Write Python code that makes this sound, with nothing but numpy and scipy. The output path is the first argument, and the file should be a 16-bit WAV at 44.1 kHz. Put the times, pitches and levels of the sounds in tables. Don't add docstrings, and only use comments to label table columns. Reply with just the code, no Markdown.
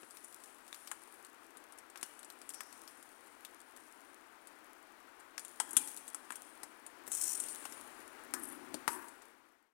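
import sys
import numpy as np
from scipy import signal
from scipy.fft import rfft, irfft, next_fast_len
from scipy.io import wavfile
from scipy.ndimage import uniform_filter1d

SR = 44100
rng = np.random.default_rng(int(sys.argv[2]) if len(sys.argv) > 2 else 0)


def to_wav(s):
    ch = np.atleast_2d(s).T
    pcm = np.round(np.clip(ch, -1, 1) * 32767)
    wavfile.write(sys.argv[1], SR, pcm.astype(np.int16))


N = 429093
TIME = np.arange(N) / SR


def gain_of(db):
    return 10 ** (np.asarray(db) / 20)


def unit_rms(x):
    return x / np.sqrt(np.mean(x ** 2) + 1e-20)


def automation(rows, column=1, **ends):
    rows = np.array(rows)
    return np.interp(TIME, rows[:, 0], rows[:, column], **ends)


def burst_power(time_s, level_db, rise_s, hold_s, fall_db_per_s):
    t = TIME - time_s
    rise = np.clip(1 + t / max(rise_s, 1 / SR), 0, 1)
    fall_db = fall_db_per_s * np.clip(t - hold_s, 0, None)
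    return (rise * gain_of(level_db - fall_db)) ** 2


def add(mix, time_s, sound):
    part = mix[max(round(time_s * SR), 0):][:len(sound)]
    part += sound[:len(part)]


def band_noise(centre_hz, width_hz, size=N):
    padded = next_fast_len(size)
    hz = np.fft.rfftfreq(padded, 1 / SR)
    spectrum = rfft(rng.standard_normal(padded)) / (1 + ((hz - centre_hz) / width_hz) ** 2) ** 2
    return unit_rms(irfft(spectrum, padded)[:size])


def wander(rate_hz):
    return band_noise(0, rate_hz)


def grains(per_s, spread_db):
    strength = gain_of(spread_db * np.minimum(rng.exponential(1, N), 4))
    return unit_rms(strength * rng.choice([-1, 1], N) * (rng.random(N) < per_s / SR))


def equalise(x, curve, peak_hz=1000, peak_db=0, relative_width=.15, size=2048):
    hz = abs(np.fft.fftfreq(size, 1 / SR))
    curve_hz, curve_db = np.transpose(curve)
    db = np.interp(np.log(hz + 1), np.log(curve_hz), curve_db)
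    db += peak_db / (1 + ((hz / peak_hz - 1) / relative_width) ** 2)
    response = np.exp(np.conj(signal.hilbert(np.log(gain_of(db)))))
    taps = np.fft.ifft(response).real[:size // 2]
    return signal.oaconvolve(x, taps)[:len(x)]


def shifting_folds(x, depth_db):
    spectrogram = signal.stft(x, nperseg=256)[2]
    patches = uniform_filter1d(rng.standard_normal(spectrogram.shape), size=5, axis=0)
    patches = unit_rms(uniform_filter1d(patches, size=36, axis=1))
    return signal.istft(spectrogram * gain_of(depth_db * patches), nperseg=256)[1][:N]


def echoes(t60_s, size):
    taps = rng.standard_normal(size) * (rng.random(size) < .1)
    taps *= gain_of(-60 * np.arange(size) / SR / t60_s)
    return taps / np.linalg.norm(taps)


def wall_scatter(x, wet_db, t60_s, sway_hz=.85, paths=3):
    wet = np.zeros(N)
    for k in range(paths):
        sway = np.cos(np.pi * (2 * sway_hz * TIME + k / paths)) * np.sqrt(2 / paths)
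        wet += signal.oaconvolve(x * sway, echoes(t60_s, size=3000))[:N]
    return x + gain_of(wet_db) * wet


def with_tail(sound, wet_db=-16, t60_s=.47):
    out = gain_of(wet_db) * signal.fftconvolve(sound, echoes(t60_s, size=18000))
    add(out, 0, sound)
    return out


# (time [s], relative level [dB])
WIND_STRENGTH = [(0.0, -65), (2.33, -63), (4.11, -64), (6.81, -62.5), (7.26, -59), (8.2, -59)]
# (frequency [Hz], gain [dB])
WIND_EQ = [(30, -17.5), (110, -17.5), (160, -26), (220, -6), (310, 2), (520, -5), (900, -1), (1500, -1.5),
           (2300, -8), (3500, -16), (5500, -20), (16000, -25)]


def wind(trim_db=1.5, gust_db=.5):
    rush = unit_rms(equalise(rng.standard_normal(N), WIND_EQ))
    return rush * gain_of(automation(WIND_STRENGTH) + trim_db + gust_db * wander(rate_hz=24))


# (time [s], level [dB], hold [s])
GUSTS = [(5.76, -62, 0.04), (8.375, -57.5, 0.37), (8.93, -59, .03)]
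# (frequency [Hz], width [Hz], relative level [dB])
PANEL_MODES = [(111, 68, -22.5), (283, 67, -2.5), (366, 22, -8.5)]


def flutter(rise_s=.15, fall_db_per_s=100, idle_db=-72, wind_tracking=2.95):
    shake = sum(gain_of(db) * band_noise(hz, width) for hz, width, db in PANEL_MODES)
    wind_db = automation(WIND_STRENGTH)
    idle = gain_of(idle_db + wind_tracking * (wind_db - wind_db.max()))
    gust_power = sum(burst_power(s, db, rise_s, hold, fall_db_per_s) for s, db, hold in GUSTS)
    return unit_rms(shake) * np.sqrt(idle ** 2 + gust_power)


# (time [s], relative level [dB], rise [s], hold [s], fall [dB/s])
FOLD_BOUTS = [(0, -65, .01, 0.5, 46), (0.784, -61, 0.18, .02, 25), (2.06, -62.5, .08, .02, 40),
              (2.674, -66, 0.43, 0.11, 10), (3.807, -70, 0.13, .02, 35), (5.42, -64, .04, 0.16, 47),
              (5.796, -54.5, 0.2, 0.086, 43), (6.318, -62.5, 0.045, 0.074, 34),
              (7.403, -53.5, 0.33, 0.1, 24.5), (8.388, -64, 0.046, .06, 31),
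              (8.912, -50, 0.046, 0.027, 300), (8.999, -62, 0.058, 0.062, 38)]


def fold_motion(rest_db=-80):
    return np.sqrt(gain_of(rest_db) ** 2 + sum(burst_power(*bout) for bout in FOLD_BOUTS))


# (frequency [Hz], gain [dB])
SPRAY_EQ = [(800, -22), (2800, -10.5), (5000, -6.5), (8000, 3), (10000, 4.5), (12500, -1), (16000, -10.5)]


def spray(motion, level_db=-70.5, motion_reference_db=-68, motion_tracking=.59):
    drops = wall_scatter(grains(per_s=55, spread_db=4), wet_db=-2.5, t60_s=.018)
    ticks = unit_rms(shifting_folds(equalise(drops, SPRAY_EQ), depth_db=1.5))
    return ticks * gain_of(level_db) * (motion / gain_of(motion_reference_db)) ** motion_tracking


# (frequency [Hz], gain [dB])
CRINKLE_EQ = [(600, -37.5), (2800, -6.5), (4800, -11), (6500, -7.5), (8000, -1), (9700, 5), (11500, -4.5),
              (13000, -12.5), (16000, -16)]


def crinkle(motion, trim_db=-1, clump_db=1):
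    clicks = grains(per_s=6000, spread_db=2.5) * gain_of(clump_db * wander(rate_hz=50))
    fizz = unit_rms(shifting_folds(equalise(clicks, CRINKLE_EQ), depth_db=2))
    return fizz * motion * gain_of(trim_db)


# (time [s], level [dB], hold [s])
DRAGS = [(5.605, -60.5, .18), (8.353, -52.5, .005), (8.907, -51, 0.12)]
# (frequency [Hz], gain [dB])
DRAG_EQ = [(200, -37), (330, 7), (550, -20.5), (950, 4.5), (1300, -3.5), (1750, -1), (2300, -17.5),
           (4500, -39.5), (12000, -21.5)]


def drag(rise_s=.012, fall_db_per_s=110):
    slips = wall_scatter(grains(per_s=2000, spread_db=5.5), wet_db=-2.5, t60_s=.07)
    power = sum(burst_power(s, db, rise_s, hold, fall_db_per_s) for s, db, hold in DRAGS)
    return unit_rms(equalise(slips, DRAG_EQ)) * np.sqrt(power)


# (time [s], level [dB])
BRUSH_JERKS = [(8.395, -55.5), (8.436, -46), (8.487, -52), (8.525, -53.5), (8.912, -48), (8.935, -47.5)]
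# (frequency [Hz], gain [dB])
BRUSH_EQ = [(5000, -44), (7300, -16), (7800, -1), (8700, -5), (9600, 2), (11000, 0), (11900, -3),
            (13000, -21)]


def brush(rise_s=.019, hold_s=.002, fall_db_per_s=380):
    slips = wall_scatter(grains(per_s=1400, spread_db=4.5), wet_db=3, t60_s=.022)
    power = sum(burst_power(s, db, rise_s, hold_s, fall_db_per_s) for s, db in BRUSH_JERKS)
    return unit_rms(equalise(slips, BRUSH_EQ)) * np.sqrt(power)


# (time [s], level [dB], grip [0-1])
SLIDE_MOVE = [(7.09, -65, 1), (7.125, -42.5, 1), (7.22, -40, 1), (7.33, -41.5, .99), (7.38, -47, .25),
              (7.47, -49.5, 0.073), (7.5, -43.5, .05), (7.57, -60, .05), (7.8, -63, 0.042)]
# (frequency [Hz], gain [dB])
RASP_EQ = [(600, -60), (3000, -17.5), (3900, -22), (4400, -15), (5050, -15), (5900, -3.5), (7100, -2),
           (9100, 0), (10700, 0), (11700, -34), (12500, -1.5), (13700, -17), (14400, -9), (16000, -21)]
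# (frequency [Hz], gain [dB])
HISS_EQ = [(1500, -62), (5000, -40), (7500, -9), (8500, -2), (9100, 6), (9600, 1), (10200, -10),
           (13000, -35)]


def slide(jerk_db=3.5):
    slips = grains(per_s=3000, spread_db=1.5) * gain_of(jerk_db * wander(rate_hz=110))
    slips = wall_scatter(slips, wet_db=-5.5, t60_s=.029)
    grip = automation(SLIDE_MOVE, column=2)
    rasp = np.sqrt(grip) * unit_rms(equalise(slips, RASP_EQ))
    hiss = np.sqrt(1 - grip) * unit_rms(equalise(slips, HISS_EQ))
    return (rasp + hiss) * gain_of(automation(SLIDE_MOVE, left=-np.inf, right=-np.inf))


# (time [s], level [dB], frequency [Hz], width [Hz], 60 dB decay [s])
RING_OUTS = [(.727, -61, 3680, 350, 0.12), (.915, -62, 1250, 350, 0.035), (2.029, -70, 2930, 70, 0.96),
             (2.545, -62.5, 5640, 1100, 1), (5.601, -34, 890, 200, 0.037), (5.601, -71, 3300, 170, 2.7),
             (5.768, -65, 2396, 120, 0.77), (5.768, -59, 857, 109.3, 0.92), (6.305, -76, 3250, 160, 1.2),
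             (8.878, -37, 916, 110, 0.095)]


def rings(size=40000):
    t, out = np.arange(size) / SR, np.zeros(N)
    for time_s, db, hz, width_hz, t60_s in RING_OUTS:
        add(out, time_s, band_noise(hz, width_hz, size) * gain_of(db - 60 * t / t60_s))
    return out


# (time [s], level [dB], frequency [Hz])
AIR_PUFF = (5.770, -51.5, 130)


def puff(width_s=.0039):
    time_s, db, hz = AIR_PUFF
    t = TIME - time_s
    window = np.exp(-np.minimum((t / width_s) ** 2, 50))
    return gain_of(db) * np.sin(2 * np.pi * hz * t) * window


# (frequency [Hz], gain [dB])
THUMP_EQ = [(30, -49), (110, -14), (160, -21), (270, 3.5), (380, -2.5), (700, -13.5), (2000, -52.5)]
BODY_EQ = [(70, -49), (200, -32.5), (550, -6), (900, 4), (1600, 5), (2400, 4.5), (4500, -17), (12000, -37)]
CRACK_EQ = [(900, -35), (2300, -1), (3200, -1), (4000, -4.5), (5800, -4), (8000, -23), (16000, -30.5)]
SIZZLE_EQ = [(2500, -39), (5300, -25), (7000, 0), (8500, 4), (10500, 1), (11700, -4), (12400, -6.5),
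             (16000, -21.5)]


def snap(thump_db, body_db, crack_db, sizzle_db, bright_db, sharpness, body_hz, crack_hz,
         pulse_s=.00096, scatter_s=.0065, tail_s=.018, tail_db=-14, attack_s=.012, size=5000):
    t = np.arange(size) / SR
    pulse, folds, walls = rng.standard_normal((3, size))
    tail = gain_of(tail_db) * walls * np.exp(-t / tail_s)
    scatter = np.sqrt(1 - sharpness) * unit_rms(folds * np.exp(-t / scatter_s) + tail)
    knock = np.sqrt(sharpness) * unit_rms(1.0 * (t == 0)) + scatter
    threads = np.sqrt(sharpness) * unit_rms(pulse * np.exp(-t / pulse_s)) + scatter
    sizzle_eq = [(hz, db + bright_db * (hz > 12000)) for hz, db in SIZZLE_EQ]
    sizzle_hz = rng.uniform(8000, 10200)
    layers = [(thump_db, equalise(knock, THUMP_EQ)),
              (body_db, equalise(knock, BODY_EQ, body_hz, peak_db=8, relative_width=.28)),
              (crack_db, equalise(threads, CRACK_EQ, crack_hz, peak_db=8, relative_width=.089)),
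              (sizzle_db, equalise(threads, sizzle_eq, sizzle_hz, peak_db=3, relative_width=.12))]
    return sum(gain_of(db) * layer / np.sqrt(np.mean(layer[t < attack_s] ** 2)) for db, layer in layers)


# (time [s], sizzle level [dB], brightness above 12 kHz [dB])
CREASE_FLICKS = [(0.108, -57.5, 1), (0.17, -59, 10), (0.245, -52.5, -13), (0.327, -62.5, 5),
                 (0.4376, -57.5, 2), (0.679, -61, 6), (0.7448, -55, 8), (0.874, -53.5, 9), (1.2483, -58, 4),
                 (1.571, -56.5, -4), (1.723, -59, -1), (1.786, -56.5, 1), (1.9, -61, 2), (1.974, -57, 9),
                 (2.012, -57, 2), (2.192, -56.5, -3), (2.2307, -58.5, 7), (2.2468, -56, -3),
                 (2.3015, -56, 8.5), (2.4157, -57.5, 5), (2.4917, -46.5, -6), (2.503, -54.5, 6),
                 (2.537, -55, 2), (2.544, -49, -3), (2.7263, -58, 5), (2.8767, -59, 14), (3.027, -60, 2),
                 (3.6034, -61.5, 1), (3.7633, -60, 3), (4.472, -57, -2), (5.2, -63.5, -10),
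                 (5.3946, -50, -2), (5.4493, -50, -3), (5.7081, -47, -12), (5.7317, -45, -20),
                 (5.8745, -48, 0), (5.885, -52, -2), (5.9736, -50, 0), (6.079, -49, -5), (6.3563, -49, -2),
                 (6.8645, -51, -5), (7.0676, -56, 3), (7.1176, -39.5, -10), (7.15, -39, -13),
                 (7.222, -44, -17), (7.4011, -37.5, -11), (7.438, -46, -11), (7.4854, -47.5, 0),
                 (7.7235, -53, 5), (9.0841, -53, -6), (9.22, -58, 4.5)]


def flicks(thump_db=-28, body_db=-14, crack_db=-10, widening=.81):
    out = np.zeros(N)
    for time_s, sizzle_db, bright_db in CREASE_FLICKS:
        low_db = sizzle_db + widening * bright_db
        flick = snap(low_db + thump_db, low_db + body_db, low_db + crack_db, sizzle_db, bright_db,
                     sharpness=.33, body_hz=1300, crack_hz=rng.uniform(3800, 6000))
        add(out, time_s, with_tail(flick))
    return out


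# (time [s], thump [dB], body [dB], crack [dB], sizzle [dB], brightness above 12 kHz [dB],
# sharp pulse share [0-1], body resonance [Hz], crack resonance [Hz])
SHEET_SNAPS = [(0.0317, -59, -61, -63.5, -67.5, -5, 0.4, 1320, 2540),
               (0.728, -85, -54, -54.5, -57.5, 6, .7, 1480, 3720),
               (.915, -83, -45.5, -52.5, -44.5, -1, 0.4, 1320, 2900),
               (1.958, -86, -53.5, -58, -61, 8, 0.34, 1360, 2510),
               (2.029, -57.5, -51, -49, -43, 2, 0.3, 1660, 5900),
               (2.6065, -81, -48, -53, -49, 6, 0.5, 1550, 5650),
               (3.4494, -79, -64, -55, -53, 9, 0.3, 1660, 3560),
               (5.3797, -80, -49, -48, -48, 1, 0.45, 1820, 5940),
               (5.6003, -60.5, -38, -41, -34, -9, 0.03, 860, 3020),
               (5.7674, -51.5, -42.5, -37.5, -24, -3.5, 0.2, 1630, 3460),
               (6.1464, -83, -53, -58.5, -42.5, -10, 0.6, 1280, 4970),
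               (6.3053, -63, -45.5, -57, -51.5, 1, 0.55, 1280, 2510),
               (6.3214, -70, -52, -62, -49.5, -4, 0.2, 1310, 2770),
               (6.6329, -62, -53, -56.5, -48.5, 2, 0.27, 835, 5220),
               (7.0774, -59, -58, -62, -49, 12, .15, 1800, 5900),
               (7.6532, -62, -48.5, -50, -49.5, 6, 0.08, 770, 2750),
               (8.338, -51.5, -43.5, -46.5, -38, 6, 0.3, 1300, 5700),
               (8.7423, -47, -51.5, -49, -45, -4, 0.34, 860, 4600),
               (8.8779, -45.5, -32, -38.5, -38, 8, 0.1, 1200, 2490)]


def sheet_snaps():
    out = np.zeros(N)
    for time_s, *settings in SHEET_SNAPS:
        add(out, time_s, with_tail(snap(*settings)))
    return out


def scene():
    motion = fold_motion()
    hits = sheet_snaps() + flicks() + puff() + rings() + spray(motion)
    friction = crinkle(motion) + slide() + brush() + drag()
    return np.array([wind() + flutter() + hits + friction, np.zeros(N)])


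def record(dry, gain_db=6, fade_end_s=9.799, fade_s=.96, fade_curve=1.23, cutoff_hz=15950):
    fade = np.clip((fade_end_s - TIME) / fade_s, 0, 1) ** fade_curve
    low_pass = signal.firwin(511, cutoff_hz, window=("kaiser", 9), fs=SR)
    return signal.oaconvolve(dry * fade * gain_of(gain_db), low_pass[None], "same", axes=1)


dry = scene()
out = record(dry)
to_wav(out)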